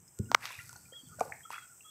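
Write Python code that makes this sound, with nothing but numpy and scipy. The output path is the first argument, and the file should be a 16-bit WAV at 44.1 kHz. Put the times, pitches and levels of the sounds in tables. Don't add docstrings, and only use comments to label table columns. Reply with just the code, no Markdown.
import sys
import numpy as np
from scipy import signal
from scipy.fft import rfft, irfft, next_fast_len
from scipy.io import wavfile
from scipy.ndimage import map_coordinates

SR = 44100
rng = np.random.default_rng(int(sys.argv[2]) if len(sys.argv) > 2 else 0)


def inscribe(sig):
    pcm = np.round(np.clip(np.atleast_2d(sig).T, -1, 1) * 32767)
    wavfile.write(sys.argv[1], SR, pcm.astype(np.int16))


N = 83790
T = np.arange(N) / SR
BUBBLE_GLIDE = 0.088
WATER_T60_S = 0.36


def amp(db):
    return 10 ** (np.asarray(db) / 20)


def unit(x):
    return x / np.sqrt(np.mean(x ** 2) + 1e-20)


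def add(out, start_s, x):
    i = max(0, round(start_s * SR))
    out[i:i + len(x)] += x[:max(0, len(out) - i)]


def response(points, size):
    hz, db = np.transpose(points)
    return amp(np.interp(np.log(np.fft.rfftfreq(size, 1 / SR) + 1), np.log(hz), db))


def colour(x, points):
    size = next_fast_len(len(x) + 8192)
    return irfft(rfft(x, size) * response(points, size), size)[:len(x)]


def impulse(points, size):
    cepstrum = irfft(np.log(response(points, size)), size)
    cepstrum[1:size // 2] *= 2
    cepstrum[size // 2 + 1:] = 0
    pulse = irfft(np.exp(rfft(cepstrum)), size)
    return pulse / np.abs(pulse).max()


def noise(points):
    return unit(colour(rng.standard_normal(N), points))


def wobble(knots_per_s):
    knots = rng.standard_normal(int(N * knots_per_s / SR) + 4)
    return map_coordinates(knots, [T * knots_per_s])


def tone(hz):
    return np.sin(2 * np.pi * np.cumsum(hz) / SR)


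def washed(x, wash_db, t60_s):
    t = T[:SR // 2]
    tail = rng.standard_normal(len(t)) * amp(-60 * t / t60_s) * (1 - np.exp(-t / 0.0022))
    wash = signal.fftconvolve(x, tail / np.linalg.norm(tail))
    return np.pad(x, (0, len(t) - 1)) + amp(wash_db) * wash


def ring(hz, rise_s, t60_s, glide):
    t = T[:SR // 5]
    onset = np.sin(np.pi / 2 * np.minimum(t / rise_s, 1)) ** 2
    decay = amp(-60 * np.maximum(t - rise_s, 0) / t60_s)
    return onset * decay * tone(hz * (1 + glide * np.minimum(t / t60_s, 1)))


def specks(per_s, spread_db):
    size = amp(spread_db * np.minimum(rng.exponential(size=N), 4))
    return (rng.random(N) < per_s / SR) * size * rng.choice([-1, 1], N)


# f/Hz, level/dB
INSECT_SPECTRUM = [(4700, -25), (5150, -17), (5500, -13.5), (5900, -8), (6400, -10), (7200, -3.5),
                   (7800, 6), (8400, 3.5), (9200, -9.5), (10700, -21), (12000, -17.5), (13200, -4.5),
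                   (15500, -16)]
# t/s, level/dB
INSECT_ENVELOPE = [(0, -65.5), (0.3, -60), (0.45, -63), (1.25, -59.5), (1.66, -59), (1.9, -58.5)]


def insect_hiss():
    level_db = np.interp(T, *np.transpose(INSECT_ENVELOPE)) + 0.2 * wobble(36)
    return amp(level_db) * noise(INSECT_SPECTRUM)


# f/Hz, level/dB, start/s, end/s
TRILLS = [(5150, -78, 0.0, 1.9), (4560, -73, 0.62, 1.2)]


def insect_trills():
    out = np.zeros(N)
    for hz, db, start_s, end_s in TRILLS:
        gate = np.clip(np.minimum(T - start_s, end_s - T) / 0.071, 0, 1)
        out += gate * amp(db + 4 * wobble(22)) * tone(hz + 70 * wobble(300))
    return out


# f/Hz, level/dB
AIR_SPECTRUM = [(100, -12.5), (300, 2), (500, -3), (900, -1.5), (1400, -4), (2000, -6.5), (3000, -11.5),
                (4500, -28.5), (9000, -17), (16000, -19)]


def air():
    return amp(-72.5) * noise(AIR_SPECTRUM)


# f/Hz, level/dB
RUMBLE_SPECTRUM = [(20, -16.5), (45, -10.5), (80, -4.5), (115, 0.5), (170, -7), (260, -18), (450, -24.5),
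                   (1000, -63.5)]
# t/s, level/dB
RUMBLE_ENVELOPE = [(0, -60), (0.15, -72.5), (0.27, -55.5), (0.38, -55.5), (0.54, -71.5), (0.66, -61),
                   (0.87, -59.5), (0.97, -70), (1.06, -64), (1.14, -54), (1.21, -60), (1.28, -56),
                   (1.4, -67.5), (1.72, -71), (1.9, -75)]


def rumble():
    level_db = np.interp(T, *np.transpose(RUMBLE_ENVELOPE)) + 0.5 * wobble(6.7)
    return amp(level_db) * noise(RUMBLE_SPECTRUM)


# t/s, level/dB, t60/s
TICKS = [(0.0165, -61, 0.0035), (0.079, -48, .004), (0.1888, -38, .01), (0.6935, -36, .005),
         (0.6965, -42, .003), (0.7296, -35, 0.001), (0.763, -44, 0.0064), (1.0865, -37.5, 0.0029),
         (1.19, -63, 0.00356), (1.1962, -35.5, 0.01), (1.2077, -28, 0.0043), (1.301, -51.5, 0.0057),
         (1.336, -47.5, .004), (1.5045, -37, 0.0043)]
# f/Hz, level/dB
TICK_SPECTRUM = [(500, -23), (3500, -28), (4800, -7), (6200, 14.5), (9000, 2), (14000, -10.5),
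                 (16000, -22.5)]


def ticks():
    out, t = np.zeros(N), T[:SR // 20]
    for start_s, db, t60_s in TICKS:
        add(out, start_s, noise(TICK_SPECTRUM)[:len(t)] * amp(db - 60 * t / t60_s))
    trickle = unit(colour(specks(per_s=150, spread_db=3), TICK_SPECTRUM))
    return out + amp(-71.5) * trickle


# t/s, f/Hz, level/dB, rise/s, t60/s, wash/dB
BUBBLES = [(0.078, 5120, -56, 0.0029, 0.034, -16), (0.256, 2790, -63, 0.0023, 0.061, -20.5),
           (0.513, 3450, -44, .001, 0.013, -2), (0.521, 2750, -45, 0.0007, 0.028, -1),
           (0.528, 2410, -42.5, 0.0013, 0.017, 5), (0.541, 3700, -44.5, 0.00052, 0.0074, 3),
           (0.552, 2520, -42.5, 0.0014, .02, -12), (0.5895, 1920, -36, 0.0015, 0.017, -5),
           (0.596, 2730, -43, 0.00092, 0.035, -24), (0.598, 1383, -48.5, 0.0063, 0.11, -20),
           (0.609, 2300, -42.5, .001, 0.012, -23), (0.694, 1431, -45.5, 0.00065, 0.058, -2),
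           (0.729, 950, -49, 0.00036, .03, -10), (0.757, 1427, -48, 0.0018, 0.041, -10),
           (0.760, 794, -49, 0.00068, .025, -7.5), (0.762, 4280, -52, .002, 0.026, -13),
           (0.855, 2376, -56, 0.0017, 0.06, -16), (0.923, 507, -46, 0.0019, .03, -10.5),
           (0.934, 1820, -52, .003, .03, -10), (1.187, 648, -44.5, 0.00086, 0.034, 9.5),
           (1.192, 1429, -43, 0.0021, 0.041, 3), (1.2073, 1163, -27, .0007, 0.022, -9.5),
           (1.2063, 2340, -38, 0.00045, 0.031, -23), (1.2103, 708, -16.5, 0.0015, 0.026, -25),
           (1.2112, 448, -31.5, 0.0026, 0.059, -23), (1.2185, 812, -29, 0.0015, 0.015, -7.5),
           (1.252, 510, -40.5, 0.0021, 0.016, 2), (1.295, 760, -37.5, 0.0017, 0.01, -1),
           (1.3215, 1770, -31, 0.0011, .014, -8), (1.3228, 2174, -32, 0.0018, 0.0092, -7.5),
           (1.371, 2190, -49.5, 0.0018, 0.0099, -5.5), (1.406, 1810, -45.5, 0.0013, 0.015, -29),
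           (1.449, 1304, -44, 0.0091, 0.053, -3.5), (1.514, 2705, -45.5, 0.00087, 0.021, -5.5),
           (1.539, 1346, -37.5, 0.0021, 0.03, 1), (1.542, 2525, -37.5, 0.00074, 0.021, -3.5),
           (1.543, 4910, -51.5, 0.00081, 0.013, -7), (1.553, 1580, -39, 0.00075, 0.012, -10),
           (1.561, 2570, -44, .001, .016, -8), (1.562, 1300, -36.5, 0.0015, 0.011, -15),
           (1.577, 1210, -49, 0.00079, 0.044, -26), (1.5805, 1420, -36, 0.0014, .016, -26),
           (1.581, 2020, -45.5, 0.00092, 0.047, -12), (1.807, 2680, -49, 0.0014, 0.028, -10)]


def bubbles():
    out = np.zeros(N)
    for start_s, hz, db, rise_s, t60_s, wash_db in BUBBLES:
        bubble = ring(hz, rise_s, t60_s, BUBBLE_GLIDE)
        add(out, start_s, amp(db) * washed(bubble, wash_db, WATER_T60_S))
    return out


def calls(notes, arch_hz, waver_hz, flutter_db, wash_db):
    out = np.zeros(N)
    for start_s, length_s, db, top_hz in notes:
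        n = int(length_s * SR)
        progress = T[:n] / length_s
        hz = top_hz - arch_hz * (2 * progress - 1) ** 2 + waver_hz * wobble(130)[:n]
        envelope = np.sin(np.pi * progress) ** 0.7 * amp(db + flutter_db * wobble(70)[:n])
        add(out, start_s, washed(envelope * tone(hz), wash_db, t60_s=0.39))
    return out


# t/s, length/s, level/dB, top f/Hz
FAR_CALLS = [(0.17, .11, -67.5, 1440), (0.285, 0.069, -51.5, 1427), (0.62, 0.34, -72, 1400),
             (0.87, 0.14, -65.5, 1400), (1.09, 0.075, -61, 1472), (1.11, 0.038, -59, 1260),
             (1.57, 0.104, -61, 1428), (1.68, 0.06, -57.5, 1423), (1.845, 0.04, -56.5, 1270)]


def far_calls():
    return calls(FAR_CALLS, arch_hz=30.3, waver_hz=49, flutter_db=4.5, wash_db=-7.5)


# t/s, f/Hz, level/dB, rise/s, t60/s
THUDS = [(0.1915, 393, -33.5, 0.0073, 0.024), (0.1988, 107.6, -22.5, 0.0025, 0.093),
         (0.2008, 221, -29, 0.0029, 0.038), (0.298, 244, -40.5, 0.0056, 0.11),
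         (0.579, 99, -45, 0.012, 0.06), (1.031, 260, -53.5, 0.0072, 0.068),
         (1.067, 155, -47.5, .008, 0.044), (1.208, 250, -47, .004, .06)]


def thuds():
    out = np.zeros(N)
    for start_s, hz, db, rise_s, t60_s in THUDS:
        thud = ring(hz, rise_s, t60_s, glide=0)
        add(out, start_s, amp(db) * washed(thud, wash_db=-9, t60_s=0.4))
    return out


# t/s, f/Hz, level/dB, t60/s, crack/dB, wash/dB
SMACKS = [(0.3165, 880, -12, 0.0057, -9, -12.5), (0.3465, 3230, -16.5, 0.0057, 2, -44.5),
          (0.3475, 5420, -9, 0.0024, -7.5, -45), (0.3470, 2190, -5.5, 0.006, -10.5, -37),
          (0.3487, 1234, 0.5, 0.006, -13, -27.5), (0.4555, 1680, -18, 0.0013, -2, -7),
          (0.506, 1015, -37.5, 0.028, -13.5, -38), (1.5045, 958, -30, 0.021, -17.5, -17.5),
          (1.5319, 1250, -35, 0.034, -20.5, -15)]
# f/Hz, level/dB
CRACK_SPECTRUM = [(300, -19.5), (1500, -4.5), (3200, 4), (6000, 2), (9000, -18.5), (11500, -17),
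                  (13700, -7.5), (15000, -16), (16000, -32)]
CRACK_T60_S, CRACK_GRIT = 0.0018, 0.072


def smacks():
    out, t = np.zeros(N), T[:SR // 20]
    snap = impulse(CRACK_SPECTRUM, size=512)
    for start_s, hz, db, t60_s, crack_db, wash_db in SMACKS:
        pocket = -np.cos(2 * np.pi * hz * t) * amp(-60 * t / t60_s) * (1 - np.exp(-t / 0.00008))
        tear = CRACK_GRIT * rng.standard_normal(len(t)) * amp(-60 * t / CRACK_T60_S) - (t == 0)
        crack = amp(crack_db) * np.convolve(tear, snap)[:len(t)]
        low_cut = signal.butter(2, 0.19 * hz, "high", fs=SR, output="sos")
        smack = signal.sosfilt(low_cut, pocket + crack)
        add(out, start_s, amp(db) * washed(smack, wash_db, WATER_T60_S))
    return out


def droplets(per_s, spread_db, t60_cycles):
    when, pitch, size = rng.random((int(per_s * N / SR), 3)).T[:, :, None]
    hz = 600 * 8 ** pitch
    samples = np.arange(SR // 50)
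    life = samples / SR * hz / t60_cycles
    envelope = hz * amp(-spread_db * np.log(size + 0.043) - 60 * life)
    grains = envelope * np.sin(2 * np.pi * t60_cycles * life * (1 + BUBBLE_GLIDE * life))
    positions = (when * N).astype(int) + samples
    return np.bincount(positions.ravel(), grains.ravel(), N)[:N]


# peak t/s, level/dB, rise/s, fall/(dB/s), spray/dB
SPLASHES = [(0.452, -42.5, 0.035, 135, -11.5), (0.679, -74, 0.22, 48, 15), (1.225, -62.5, 0.042, 103, 4),
            (1.53, -48, 0.0214, 186, -7)]
# f/Hz, level/dB
SLOSH_SPECTRUM = [(150, -29), (400, -16), (750, -8.5), (1100, -3.5), (1800, -0.5), (2650, -2),
                  (3100, -12.5), (5000, -10), (9000, -22), (16000, -42)]
# f/Hz, level/dB
SPRAY_SPECTRUM = [(1000, -25), (3000, -31), (4500, 1), (6000, 2.5), (8000, -1), (11000, -0.5),
                  (13500, -0.5), (16000, -17)]
DROPLET_POWER_SHARE = 0.7


def splashes():
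    cloud = unit(colour(droplets(per_s=1100, spread_db=2, t60_cycles=17), SLOSH_SPECTRUM))
    slosh = np.sqrt(DROPLET_POWER_SHARE) * cloud
    slosh += np.sqrt(1 - DROPLET_POWER_SHARE) * noise(SLOSH_SPECTRUM)
    spray = unit(colour(specks(per_s=5000, spread_db=6), SPRAY_SPECTRUM))
    out = np.zeros(N)
    for peak_s, db, rise_s, fall_db_per_s, spray_db in SPLASHES:
        swell_db = -10 * (np.maximum(peak_s - T, 0) / rise_s) ** 2
        decay_db = -fall_db_per_s * np.maximum(T - peak_s, 0)
        out += amp(db + swell_db + decay_db) * (slosh + amp(spray_db) * spray)
    return out


# t/s, length/s, level/dB, top f/Hz
WHISTLES = [(0.918, .102, -48.5, 3300), (1.50, 0.157, -59, 3363), (1.835, 0.114, -56, 3360)]
CHIRPS = [(1.05, 0.038, -62, 3346), (1.432, 0.0336, -54.5, 3347)]


def bird():
    whistles = calls(WHISTLES, arch_hz=155, waver_hz=28.2, flutter_db=3, wash_db=-14.5)
    chirps = calls(CHIRPS, arch_hz=155, waver_hz=89.4, flutter_db=3, wash_db=-8.5)
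    return whistles + chirps


def scene():
    voices = bird() + far_calls()
    steps = thuds() + smacks() + bubbles() + ticks() + splashes()
    field = insect_trills() + insect_hiss() + rumble() + air()
    return (voices + steps + field)[None]


LIMIT_DB, DUCK_DB, ATTACK_S, RECOVER_S = -14, 10, 0.0037, 0.04
LOW_CUT_HZ, TOP_HZ = 83, 15650


def record(dry):
    loud = np.abs(dry[0]) > amp(LIMIT_DB)
    since_peak_s = T - np.maximum.accumulate(np.where(loud, T, -10))
    duck = np.exp(-since_peak_s / RECOVER_S) * (1 - np.exp(-since_peak_s / ATTACK_S))
    ducked = dry * amp(-DUCK_DB * duck)
    size = next_fast_len(N + SR // 2)
    hz = np.fft.rfftfreq(size, 1 / SR)
    band = hz ** 2 / np.hypot(hz ** 2, LOW_CUT_HZ ** 2) * (hz < TOP_HZ)
    return irfft(rfft(ducked, size) * band, size)[:, :N]


dry = scene()
out = record(dry)
inscribe(out)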